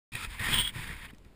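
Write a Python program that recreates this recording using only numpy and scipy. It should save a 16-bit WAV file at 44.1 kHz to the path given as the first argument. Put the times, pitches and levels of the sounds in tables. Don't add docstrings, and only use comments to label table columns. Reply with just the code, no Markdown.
import sys
import numpy as np
from scipy import signal
from scipy.fft import rfft, irfft
from scipy.io import wavfile
from scipy.ndimage import uniform_filter1d

SR = 44100
rng = np.random.default_rng(int(sys.argv[2]) if len(sys.argv) > 2 else 0)


def dump(signal):
    limited = np.clip(np.atleast_2d(signal).T, -1, 1)
    pcm = np.round(limited * 32767).astype(np.int16)
    wavfile.write(sys.argv[1], SR, pcm)


N = 59535
T = np.arange(N) / SR


def undb(db):
    return 10 ** (np.asarray(db) / 20)


def unit(x):
    return x / np.sqrt(np.mean(x ** 2) + 1e-20)


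def peak(x, db):
    return x * undb(db) / (np.abs(x).max() + 1e-12)


def curve(rows):
    return undb(np.interp(T, *np.array(rows).T))


def colour(x, points):
    hz, db = np.array(points, float).T
    size = 4096
    bins_hz = np.maximum(np.arange(size // 2 + 1) * SR / size, 1)
    gain = undb(np.interp(np.log(bins_hz), np.log(hz), db))
    cepstrum = irfft(np.log(gain))
    cepstrum[1:size // 2] *= 2
    cepstrum[size // 2 + 1:] = 0
    return signal.fftconvolve(x, irfft(np.exp(rfft(cepstrum))))[:N]


def shelf(x, hz, rows):
    highs = signal.sosfiltfilt(signal.butter(2, hz, "high", fs=SR, output="sos"), x)
    return x + (curve(rows) - 1) * highs


def ring(x, hz, width):
    return signal.lfilter(*signal.iirpeak(hz, hz / width, fs=SR), x)


def resonate(x, modes):
    return sum(undb(db) * ring(ring(x, hz, width), hz, 5.5 * width) for hz, width, db in modes)


def wander(per_s):
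    hold = int(SR / per_s)
    steps = np.repeat(rng.standard_normal(N)[:N // hold + 1], hold)
    return unit(uniform_filter1d(steps, hold)[:N])


def steady(x, span_s):
    power = uniform_filter1d(x ** 2, max(int(span_s * SR), 2))
    return x / np.sqrt(np.abs(power) + 1e-12)


def burst(start, decay_s):
    return rng.standard_normal(N) * (T >= start) * np.exp(-np.maximum(T - start, 0) / decay_s)


def tap(start, again_s, again_db):
    return np.diff((T >= start) + undb(again_db) * (T >= start + again_s), prepend=0)


# (frequency [Hz], gain [dB])
AIR_COLOUR = [(30, -10), (200, -6.5), (400, -9), (900, -16.5), (2400, -21), (5200, -29), (6000, -40),
              (6800, -30.5), (12000, -35.5), (15000, -39)]

def air(level_db=-63.5):
    return undb(level_db) * unit(colour(rng.standard_normal(N), AIR_COLOUR))


def slips(per_s=1500, scatter_db=1.5, hiss_db=0.5):
    hits = rng.random(N) < per_s / SR
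    sizes = np.sign(rng.standard_normal(N)) * undb(scatter_db * rng.standard_normal(N))
    hiss = undb(hiss_db) * rng.standard_normal(N)
    return steady(unit(hits * sizes) + hiss, span_s=0.014)


# (time [s], level [dB])
STROKES = [(0.12, -48.5), (0.165, -44.5), (0.252, -40.5), (0.274, -54), (0.325, -47), (0.389, -46.5),
           (0.400, -38), (0.445, -33.5), (0.475, -33.5), (0.53, -31.5), (0.605, -34.5), (0.628, -40.5),
           (0.695, -43.5), (0.718, -57.5), (0.738, -50.5), (0.762, -43), (0.835, -40), (0.87, -43),
           (0.912, -43), (0.962, -48.5), (1.02, -48), (1.052, -43.5), (1.075, -55.5), (1.108, -49.5),
           (1.122, -76), (1.35, -107)]
# (frequency [Hz], gain [dB])
SHELL_COLOUR = [(100, 2), (300, -8), (480, -15.5), (720, -14), (980, -2), (1180, -6.5), (1550, -3),
                (1850, 2), (2100, 1.5), (2480, -0.5), (2900, -8.5), (3250, -4.5), (3750, -6.5),
                (4050, -13.5), (5200, -15), (6000, -31), (6800, -17.5), (7900, -19), (8350, -13.5),
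                (9200, -15), (9550, -11.5), (10200, -13), (11600, -39), (12700, -42), (13900, -12.5),
                (15400, -23.5)]
# (time [s], gain [dB])
RUB_TREBLE = [(0.15, 5.5), (0.257, 7.5), (0.28, -0.5), (0.305, 7), (0.40, -3), (0.50, 1.5), (0.66, 2),
              (0.83, -0.5), (1.05, -3.5)]
# (time [s], gain [dB])
RUB_SHEEN = [(0.25, -4.5), (0.28, -1), (0.33, -5.5), (0.385, 2), (0.397, 4.5), (0.445, 4), (0.49, -0.5),
             (0.85, 2)]

def rubbing(flutter_db=1.17, treble_hz=3900, sheen_hz=8000):
    rub = unit(colour(slips(), SHELL_COLOUR)) * curve(STROKES)
    rub *= undb(flutter_db * wander(per_s=109.9))
    rub = shelf(rub, treble_hz, RUB_TREBLE)
    return shelf(rub, sheen_hz, RUB_SHEEN)


# (centre time [s], length [s], frequency [Hz], width [Hz], level [dB])
FINGER_RASPS = [(0.225, 0.077, 1345, 103.7, -46), (0.198, 0.18, 2475, 175.9, -49),
                (0.4495, 0.13, 1866, 120.4, -37), (0.56, 0.11, 950, 139, -45.5),
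                (0.903, 0.046, 1785, 240.7, -45.5), (1.095, 0.019, 2920, 600, -59.5)]

def rasps():
    out = np.zeros(N)
    for centre, length, hz, width, db in FINGER_RASPS:
        swell = np.sqrt(np.maximum(1 - (2 * (T - centre) / length) ** 2, 0))
        band = ring(ring(slips(), hz, width), hz, 2 * width)
        out += undb(db) * swell * steady(band, span_s=0.022)
    return out


# (time [s], level [dB])
GRIP_LEVEL = [(0.12, -51), (0.15, -48), (0.19, -58), (0.37, -53.5), (0.44, -47.5), (0.53, -35.5),
              (0.60, -35.5), (0.65, -43.5), (0.715, -50.5), (0.80, -44), (0.90, -47), (0.96, -47),
              (1.13, -53.5), (1.35, -57.5)]
# (frequency [Hz], gain [dB])
GRIP_COLOUR = [(15, -2.5), (38, 2), (70, -5.5), (130, -11.5), (250, -16.5), (450, -25), (900, -47.5),
               (2500, -65)]

def grip_rumble():
    rumble = colour(rng.standard_normal(N), GRIP_COLOUR)
    return steady(rumble, span_s=0.037) * curve(GRIP_LEVEL)


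# (time [s], frequency [Hz], decay [s], level [dB])
GRIP_BUMPS = [(0.133, 117, 0.012, -44.5), (0.149, 115, 0.007, -32.5), (0.243, 97, 0.011, -38),
              (0.272, 43, 0.039, -33), (0.308, 75, 0.012, -39), (0.404, 106.4, 0.01, -27.5),
              (0.488, 185, 0.0046, -29), (0.518, 134, 0.013, -30), (0.591, 108, 0.0097, -32),
              (0.757, 118.2, 0.029, -34.5), (0.779, 153, 0.019, -38.5), (0.886, 41.4, 0.046, -40.5),
              (0.899, 161, 0.0069, -38), (0.931, 61, 0.01, -42), (1.133, 197, 0.0025, -43),
              (1.262, 70, .007, -45)]
# (frequency [Hz], gain [dB])
THUD_COLOUR = [(80, -10), (200, 0), (450, -9), (800, -20.5), (2500, -38.5)]

def grip_bumps(attack_s=0.00085, thud_db=-6, full_thud_hz=146):
    out = np.zeros(N)
    for at, hz, decay, db in GRIP_BUMPS:
        age = np.maximum(T - at, 0)
        envelope = (1 - np.exp(-age / attack_s)) * np.exp(-age / decay)
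        swing = np.sin(2 * np.pi * hz * age) * envelope
        thud = colour(burst(at, decay_s=0.014), THUD_COLOUR)
        hardness = min(hz / full_thud_hz, 1)
        out += peak(swing, db) + peak(thud, db + thud_db) * hardness
    return out


# (time [s], level [dB], crunch decay [s])
CASE_TICKS = [(0.1354, -33.5, 0.0022), (0.152, -21.3, 0.0022), (0.247, -31, 0.0057), (0.3942, -30, 0.0091),
              (0.489, -25, .004), (1.055, -46, 0.0024), (1.1345, -52, 0.024), (1.247, -54, 0.039)]
# (frequency [Hz], width [Hz], gain [dB])
CASE_MODES = [(1898, 38, -1), (2483, 108, -1), (3400, 160, -9), (3800, 220, -10.5), (8300, 110, -9),
              (9520, 83, -8), (14700, 390, -12)]

def ticks(crunch_db=-5, pad_hz=10900):
    out = np.zeros(N)
    for at, db, decay in CASE_TICKS:
        ringing = resonate(tap(at, again_s=0.0016, again_db=-1.5), CASE_MODES)
        crunch = colour(burst(at, decay), SHELL_COLOUR)
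        out += peak(ringing, db) + peak(crunch, db + crunch_db)
    return signal.lfilter(*signal.butter(1, pad_hz, fs=SR), out)


# (time [s], level [dB])
CATCH_LEVEL = [(0.47, -53), (0.524, -37), (0.531, -31.5), (0.56, -29), (0.573, -31.5), (0.589, -24.5),
               (0.61, -27), (0.632, -37), (0.655, -30), (0.671, -39.5), (0.69, -35.5), (0.712, -57.5)]
# (frequency [Hz], width [Hz], gain [dB])
PORT_MODES = [(3088, 137, 16), (3280, 90, 20.5), (3616, 130, -0.5), (8140, 150, -4), (8720, 120, 10),
              (8880, 240, 3), (15260, 180, 6.5)]

def catching(per_s=220, jitter=0.25, scatter_db=0.5, grit_db=-3):
    start, end = CATCH_LEVEL[0][0], CATCH_LEVEL[-1][0]
    gap_chance, size_chance = rng.standard_normal((600, 2)).T
    times = start + np.cumsum(np.exp(jitter * gap_chance)) / per_s
    pulses = np.bincount((times * SR).astype(int), undb(scatter_db * size_chance), N)[:N]
    drive = pulses * np.sqrt(SR / per_s) + undb(grit_db) * slips()
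    ringing = steady(resonate(drive, PORT_MODES), span_s=0.0124)
    return ringing * curve(CATCH_LEVEL) * (T > start) * (T < end)


# (time [s], level [dB])
SKIN_SNAGS = [(0.5269, -22.5), (0.5326, -17.5), (0.5412, -14), (0.5837, -20.5), (0.5960, -26.5),
              (0.6750, -21)]

def snags(crunch_db=-11):
    out = np.zeros(N)
    for at, db in SKIN_SNAGS:
        ringing = resonate(tap(at, again_s=0.0015, again_db=-2), PORT_MODES)
        crunch = colour(burst(at, decay_s=0.0016), SHELL_COLOUR)
        out += peak(ringing, db) + peak(crunch, db + crunch_db)
    return out


# (time [s], peak level [dB])
DRY_CLICKS = [(1.148, -50), (1.1835, -48.5), (1.2490, -52)]
# (frequency [Hz], gain [dB])
DRY_CLICK_COLOUR = [(800, -5), (3800, -2), (7000, -3), (11000, -16), (15000, -13)]

def clicks(decay_s=0.0011):
    return sum(peak(colour(burst(at, decay_s), DRY_CLICK_COLOUR), db) for at, db in DRY_CLICKS)


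def scene():
    finger = rubbing() + rasps() + catching() + snags()
    body = clicks() + ticks() + grip_rumble() + grip_bumps()
    mono = finger + body + air()
    return np.array([mono, mono])


def record(dry, start_s=0.1189, fade_s=0.00099, top_hz=15420):
    opened = np.clip((T - start_s) / fade_s, 0, 1)
    lowpass = signal.ellip(10, 0.2, 80, top_hz, fs=SR, output="sos")
    return signal.sosfilt(lowpass, dry * opened)


dry = scene()
out = record(dry)
dump(out)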